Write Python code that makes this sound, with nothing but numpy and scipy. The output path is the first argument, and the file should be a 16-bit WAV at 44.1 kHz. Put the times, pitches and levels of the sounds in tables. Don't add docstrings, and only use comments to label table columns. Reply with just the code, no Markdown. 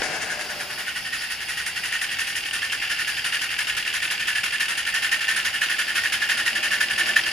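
import sys
import numpy as np
from scipy import signal
from scipy.fft import rfft, irfft
from scipy.io import wavfile
from scipy.ndimage import uniform_filter1d

SR = 44100
rng = np.random.default_rng(int(sys.argv[2]) if len(sys.argv) > 2 else 0)


def to_wav(sig):
    pcm = np.clip(np.atleast_2d(sig), -1, 1) * 32767
    pcm = np.round(pcm).astype(np.int16)
    wavfile.write(sys.argv[1], SR, pcm.T)


N = 322812
T, HZ = np.arange(N) / SR, np.fft.rfftfreq(N, 1 / SR)


# centre_hz, width_hz, level_db
CHIMNEY_MODES = [(1477, 147, 1), (1774, 230, 2.5), (2150, 93, -1.5), (2720, 530, -4), (3034, 680, -4.5)]
# centre_hz, width_hz, level_db
NOZZLE_MODES = [(9130, 850, 9), (10250, 400, -19)]
# frequency_hz, density_db
BLAST_SPECTRUM = [(300, -36), (650, -17), (790, -14.5), (950, -8.5), (1200, -6.5), (1500, 3.5), (2300, 3),
                  (3000, -2.5), (3700, -3.5), (5000, -5), (6500, -34)]
# frequency_hz, density_db
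JET_SPECTRUM = [(2500, -16), (4300, -11), (5100, 5), (6000, 1), (7400, 0.5), (8400, -5.5), (9200, 0),
                (9700, -2), (10600, 3.5), (11500, -6.5), (12700, -7), (14200, -16), (15500, -15)]
# time_s, gain_db
EXPOSURE = [(0, 0), (2, 2), (3.5, -2), (4.7, 1.5), (6, -0.5), (7.3, 3)]

def chuffs(times, valves, chimney_db, hiss_db, note_hz):
    sputter, exposure = wander(hz=130), amp(over_time(EXPOSURE))
    gulps = amp(1.6 * sputter)
    spray = amp(.8 * sputter + 1.2 * wander(hz=500))
    rush_db = (chimney_db + hiss_db) / 2
    ring_flow = steam_flow(times - .0032, valves, chimney_db, quick=1.18, hold=1.23, fall=1.2, shut_s=.075)
    rush_flow = steam_flow(times - .0019, valves, rush_db, quick=1.8, hold=1.03, fall=.77, shut_s=.22)
    jet_flow = steam_flow(times - .0042, valves, hiss_db, quick=.82, hold=1.04, fall=1.1, shut_s=.23)
    ring = amp(1) * resonant_noise(CHIMNEY_MODES) + amp(-.5) * exposure * chimney_note(times, note_hz)
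    sizzle = amp(-5 + 3.5 * wander(hz=13)) * exposure * resonant_noise(NOZZLE_MODES)
    hiss = amp(4.5) * broad_noise(JET_SPECTRUM) + sizzle
    rush = amp(3.5) * broad_noise(BLAST_SPECTRUM)
    return ring_flow * ring + rush_flow * gulps * rush + jet_flow * spray * hiss


def chimney_note(times, note_hz, waver_hz=45, pan_db=1.5):
    beat = np.maximum(np.searchsorted(times, T) - 1, 0)
    pitch_hz = note_hz[beat] + waver_hz * wander(hz=143)
    note = sine(pitch_hz) * amp(3.3 * wander(hz=70))
    return unit(note) * amp([[-pan_db], [pan_db]])


# rise_s, open_s, fall_db_per_s, chimney_accent_db, hiss_accent_db
VALVE_STROKES = [(0.0036, 0.027, 233, 0, 0), (0.003, 0.032, 235, -0.86, -2), (0.0041, 0.018, 257, 0.2, 2),
                 (0.0036, 0.024, 244, -2.5, -4)]

def steam_flow(times, valves, levels_db, quick, hold, fall, shut_s):
    power, t = np.zeros(N), np.arange(SR // 6) / SR
    for start_s, valve, level_db in zip(times, valves, levels_db):
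        rise_s, open_s, fall_db_per_s, _, _ = VALVE_STROKES[valve]
        crispness = np.interp(start_s, [0, .8, 2], [.5, .4, 1.1])
        opening = (1 - np.exp(-quick * crispness * t / rise_s)) ** 2
        emptying_db = -fall * fall_db_per_s * np.maximum(t - hold * open_s, 0) - 6 * (t / shut_s) ** 4
        add(power, start_s, (opening * amp(level_db + emptying_db)) ** 2)
    return np.sqrt(power)


VALVE_PHASES = [0, .2436, .5032, .7743]

def valve_openings(speed, start_turns):
    t = T[(T >= speed[0][0]) & (T < speed[-1][0])]
    turns = start_turns + np.cumsum(np.interp(t, *np.transpose(speed))) / SR
    return [(np.interp(turn + angle, turns, t), valve)
            for turn in range(int(turns[-1]) + 1)
            for valve, angle in enumerate(VALVE_PHASES) if start_turns < turn + angle < turns[-1]]


# time_s, turns_per_s
RECEDING_SPEED = [(0, 2.77), (.55, 2.77)]
APPROACH_SPEED = [(0.55, 2.647), (1.1, 2.962), (1.35, 2.674), (1.55, 2.837), (2.15, 2.854), (2.35, 3.07),
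                  (2.5, 2.653), (3.4, 3.013), (3.7, 2.694), (3.8, 2.894), (4.5, 3.12), (4.6, 2.832),
                  (4.9, 3.025), (5.05, 2.775), (5.2, 3.048), (5.75, 2.947), (6.35, 2.979), (7.32, 2.727)]
# time_s, chimney_db, hiss_db, pitch_hz
EXHAUST_TREND = [(0, -33.5, -35.5, 1770), (0.301, -34.5, -37, 1700), (.55, -31.5, -38, 1750),
                 (.95, -31, -39.2, 1820), (1.5, -32, -37, 1880), (1.9, -30, -36.7, 1795),
                 (2.35, -35.5, -36, 1840), (2.6, -29.5, -37.5, 1750), (3.799, -28.5, -36, 1760),
                 (4.8, -26.5, -35, 1805), (5.6, -25.5, -34.5, 1770), (6.7, -25, -34, 1790),
                 (7.3, -28, -35, 1790)]

def exhaust_beats(spread_db=1.0, spread_hz=30):
    openings = valve_openings(RECEDING_SPEED, .432) + valve_openings(APPROACH_SPEED, .39)
    times, valves = map(np.array, zip(*openings))
    trend_s, *columns = np.transpose(EXHAUST_TREND)
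    chimney_db, hiss_db, note_hz = (np.interp(times, trend_s, column) for column in columns)
    *_, chimney_accent, hiss_accent = np.array(VALVE_STROKES)[valves].T
    force, detune = rng.standard_normal((len(times), 2)).T
    chimney_db += chimney_accent + spread_db * force
    hiss_db += hiss_accent + spread_db * force / 2
    return times, valves, chimney_db, hiss_db, note_hz + spread_hz * detune


# peak_s, level_db
WATER_SLUGS = [(1.927, -18), (2.015, -18), (2.630, -17.5), (4.61, -16.5), (5.287, -16), (5.618, -16),
               (6.056, -12), (6.296, -20), (6.812, -12), (7.166, -10), (7.193, -17)]

def spits(swell_s=.0016, splash_db=-10):
    tone, bursts, t = np.zeros(N), np.zeros(N), np.arange(SR // 30) / SR
    shape = (t / swell_s) ** 2 * np.exp(-t / swell_s)
    for time_s, level_db in WATER_SLUGS:
        detune, phase = rng.standard_normal(2)
        pitch_hz = CHIMNEY_MODES[1][0] * (1 + .035 * detune)
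        pop = amp(level_db) * shape / shape.max()
        add(bursts, time_s - swell_s, pop)
        add(tone, time_s - swell_s, pop * np.sin(2 * np.pi * (pitch_hz * t + phase)))
    return tone + amp(splash_db) * bursts * broad_noise(BLAST_SPECTRUM)


# time_s, level_db
FLAME_LEVEL = [(0, -31.5), (.6, -37), (1.1, -34), (1.7, -33.5), (2.1, -29.5), (3, -29.5), (4, -28.5),
               (5, -29), (5.8, -29.5), (6.3, -29.5), (7.3, -26.5)]
# time_s, rate_hz, depth_fraction
FLAME_FLUTTER = [(0, 33.7, .3), (1.5, 35.44, 0), (2.1, 39.12, 0.7), (2.5, 37.58, 0.9), (3, 39.7, 0.6),
                 (3.6, 39.02, 0.99), (4.7, 41.13, 0.87), (5.4, 39, 0.82), (6, 39.2, 0.83), (7.3, 39, 0.84)]
# frequency_hz, density_db
ROAR_SPECTRUM = [(600, -20), (1200, -17.5), (1500, -4), (2000, -1), (2300, 2), (3200, 2.5), (3900, -9.5),
                 (5300, -10), (6000, -17), (7500, -16), (10500, -22.5), (15000, -40)]
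# centre_hz, width_hz, level_db
FLUE_MODES = [(1820, 420, -6.5), (2757, 260, 1.5), (4810, 430, -8.5)]

def burner(flare_turns=.23, steady=.26, flue_db=-1):
    time_s, rate_hz, depth = np.transpose(FLAME_FLUTTER)
    turns = np.cumsum(np.interp(T, time_s, rate_hz) * (1 + .0344 * wander(hz=13.1))) / SR
    flares = unit(steady + uniform_filter1d(np.exp(-(turns % 1) / flare_turns), size=90))
    depth = np.interp(T, time_s, depth)
    flutter = 1 - depth + depth * flares
    flicker = amp(.9 * wander(hz=160))
    roar = unit(broad_noise(ROAR_SPECTRUM) + amp(flue_db) * resonant_noise(FLUE_MODES))
    return amp(over_time(FLAME_LEVEL)) * flutter * flicker * roar


def draught(times, delay_s=.055, width_s=.017, sag_db=2.5):
    sag, t = np.zeros(N), np.arange(SR // 8) / SR
    for start_s in times:
        add(sag, start_s, np.exp(-((t - delay_s) / width_s) ** 2))
    return amp(-sag_db * sag)


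# time_s, level_db
GAS_LEVEL = [(0, -40), (.7, -41), (1.05, -46), (1.2, -38), (1.7, -45.5), (2.2, -44), (2.7, -45),
             (3.1, -39.5), (4.5, -56), (6, -43), (7.3, -40)]
# centre_hz, width_hz, level_db
WHISTLE_BANDS = [(4630, 590, -4.5), (5240, 760, -4), (10460, 2100, -13.5)]

def gas_jet(sing_hz=4710, stray_hz=99.4, quiver_hz=45, sing_db=-6.5):
    whistle = amp(1.1 * wander(hz=25) + 2.3 * wander(hz=10)) * resonant_noise(WHISTLE_BANDS)
    pitch_hz = sing_hz + stray_hz * wander(hz=4) + quiver_hz * wander(hz=142)
    fitful_db = 7 * np.tanh(wander(hz=5)) + 3.3 * wander(hz=60)
    singing = unit(sine(pitch_hz) * amp(fitful_db))
    return amp(over_time(GAS_LEVEL)) * (whistle + amp(sing_db) * singing)


# time_s, level_db
WAGON_LEVEL = [(0, -30.5), (.25, -32.5), (.5, -36), (.75, -36.5), (1, -51), (1.3, -77)]
ENGINE_LEVEL = [(0, -54), (2, -57.5), (4, -56), (5.5, -52), (6.2, -48.5), (6.6, -44), (6.9, -44),
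                (7.1, -39), (7.3, -46)]
# frequency_hz, density_db
RUMBLE_SPECTRUM = [(60, -36), (150, -8), (300, -5), (440, -6), (540, -11), (780, -13), (950, -2.5),
                   (1400, 1), (3000, -2.5), (8000, -16)]
# centre_hz, width_hz, level_db
WHEEL_MODES = [(451, 52, -0.5), (604, 120, 1), (743, 200, 3.5)]
FRAME_MODES = [(130, 120, -21), (221, 31, 3), (333, 54, 0), (470, 400, -8), (617, 110, 0.5), (785, 77, 2),
               (1090, 250, -5.5)]

def rolling():
    bumps = amp(1.2 * wander(hz=35))
    rumble = unit(broad_noise(RUMBLE_SPECTRUM) + amp(-9.5) * resonant_noise(WHEEL_MODES))
    wagons = amp(over_time(WAGON_LEVEL)) * rumble
    engine = amp(over_time(ENGINE_LEVEL)) * resonant_noise(FRAME_MODES)
    return bumps * (wagons + engine)


# start_s, level_db
RAIL_JOINT = (.0185, -14.5)

def joint_knock(decay_s=.0046):
    start_s, level_db = RAIL_JOINT
    age = np.maximum(T - start_s, 0) / decay_s
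    envelope = amp(level_db) * (age > 0) * np.exp(-age)
    return envelope * broad_noise([(100, -22), (400, -2), (3000, 2), (9000, -28)])


# time_s, level_db
FLANGE_LEVEL = [(0, -60), (.28, -55), (.38, -42), (.5, -48), (.68, -48), (.78, -66), (1.2, -100)]

def flange(pitch_hz=597, waver_hz=9):
    note = sine(pitch_hz + waver_hz * wander(hz=25))
    return amp(over_time(FLANGE_LEVEL) - 2 * wander(hz=30)) * note


# frequency_hz, gain_db
HOLLOW_RESPONSE = [(900, 3), (1200, -8.5), (1550, 6), (1800, 0), (2100, 1), (3200, -5.5), (4700, -2),
                   (7000, 1.5), (11000, -4), (14500, -34)]
# time_s, share_fraction
HOLLOW_SHARE = [(0, 1), (.3, .8), (.55, .35), (.8, 0)]

def hollow_opening(train, left_db=4):
    share = over_time(HOLLOW_SHARE)
    hollow = irfft(rfft(train) * amp(over_hz(HOLLOW_RESPONSE)), N)
    panned = hollow * amp([[left_db / 2], [-left_db / 2]])
    return share * panned + (1 - share) * train


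def rocks(train, count=3):
    treble = signal.sosfilt(signal.butter(2, 1200, "highpass", fs=SR, output="sos"), train)
    paths = rng.uniform([.003, -.0005], [.007, .0005], (count, 2))
    delays_s = [delay_s + drift * (T - T.mean()) for delay_s, drift in paths]
    return sum(np.array([np.interp(T - delay_s, T, side) for side in treble]) for delay_s in delays_s)


def scatter(train, t60_s=.2):
    t = np.arange(SR // 3) / SR
    taps = rng.standard_normal((2, len(t))) * (rng.random((2, len(t))) < 2000 / SR)
    taps *= amp(-60 * t / t60_s) * (t > .004)
    taps /= np.linalg.norm(taps, axis=1, keepdims=True)
    return signal.fftconvolve(train, taps, axes=1)[:, :N]


# frequency_hz, density_db
AIR_SPECTRUM = [(15, -20), (30, -5), (52, -0.5), (85, 0.5), (120, 0.5), (165, -2), (250, -3.5), (450, -5.5),
                (620, -8.5), (790, 2), (950, -7), (1500, -17.5), (4000, -12), (15000, -16)]

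def garden(level_db=-45):
    return amp(level_db + .5 * wander(hz=4)) * broad_noise(AIR_SPECTRUM)


# frequency_hz, coherence_fraction
COHERENCE = [(50, 1), (300, 0.75), (1300, 0.87), (1600, 0.57), (1800, 0.71), (2100, 0.6), (3000, 0.92),
             (4000, 0.54), (5000, 0.25), (7000, 0.52), (9000, 0.17), (10500, 0.43), (11500, 0.49),
             (14500, 0.56)]
# frequency_hz, level_db
BALANCE = [(60, 0.0), (92, -0.5), (140, -0.2), (210, -0.086), (330, -0.79), (500, -1), (770, 0.41),
           (1170, -0.28), (1790, -0.22), (2740, -0.027), (4190, 0.49), (6410, 1.5), (9810, 2.1),
           (15000, -0.3)]
# frequency_hz, phase_rad
PHASE_LEAD = [(100, 0.2), (1300, 0.087), (1800, 0.65), (2200, 0), (2700, 0.81), (3600, 0.023), (5200, 1),
              (6200, 0.3), (7600, 0.99), (9300, 0), (10000, 0), (15000, 0)]

def stereo_noise(gain):
    left, independent = rng.standard_normal((2, 2 * len(HZ))).view(complex)
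    shared, lean = over_hz(COHERENCE), amp(over_hz(BALANCE) / 2)
    right = (shared * left + np.sqrt(1 - shared ** 2) * independent) * np.exp(-1j * over_hz(PHASE_LEAD))
    return unit(irfft(np.array([left * lean, right / lean]) * gain, N))


def broad_noise(spectrum):
    return stereo_noise(amp(over_hz(spectrum)))


def resonant_noise(modes):
    power = sum((amp(db) / (1 + (2 * (HZ - hz) / width) ** 2)) ** 2 for hz, width, db in modes)
    return stereo_noise(np.sqrt(power))


def wander(hz, size=2 ** 14):
    step_s = N / SR / size
    lowpass = np.exp(-(np.fft.rfftfreq(size, step_s) / hz) ** 2)
    drift = irfft(rfft(rng.standard_normal(size)) * lowpass)
    return np.interp(T, np.arange(size) * step_s, unit(drift))


def sine(pitch_hz):
    return np.sin(2 * np.pi * np.cumsum(pitch_hz) / SR)


def amp(db):
    return 10 ** (np.asarray(db) / 20)


def unit(x):
    return x / np.sqrt(np.mean(x ** 2) + 1e-20)


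def over_hz(points):
    hz, value = np.transpose(points)
    return np.interp(np.log(HZ + 1), np.log(hz + 1), value)


def over_time(points):
    return np.interp(T, *np.transpose(points))


def add(mix, start_s, sound):
    part = mix[max(round(start_s * SR), 0):][:len(sound)]
    part += sound[:len(part)]


def scene():
    times, *beats = exhaust_beats()
    engine = chuffs(times, *beats) + spits() + draught(times) * burner() + gas_jet()
    train = hollow_opening(engine + rolling() + joint_knock() + flange())
    echoes = amp(-18) * rocks(train) + amp(-15) * scatter(train)
    return amp(-.63) * (train + echoes) + garden()


# centre_hz, width_hz
TREBLE_NOTCHES = [(7890, 230), (8800, 130), (11720, 440)]

def record(dry, cutoff_hz=15500):
    gain = np.prod([abs(HZ - hz) / np.hypot(HZ - hz, width / 2) for hz, width in TREBLE_NOTCHES], axis=0)
    notched = irfft(rfft(dry) * gain, N)
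    lowpass = signal.firwin(401, cutoff_hz, window=("kaiser", 9), fs=SR)
    return signal.oaconvolve(notched, lowpass[None], "same")


dry = scene()
out = record(dry)
to_wav(out)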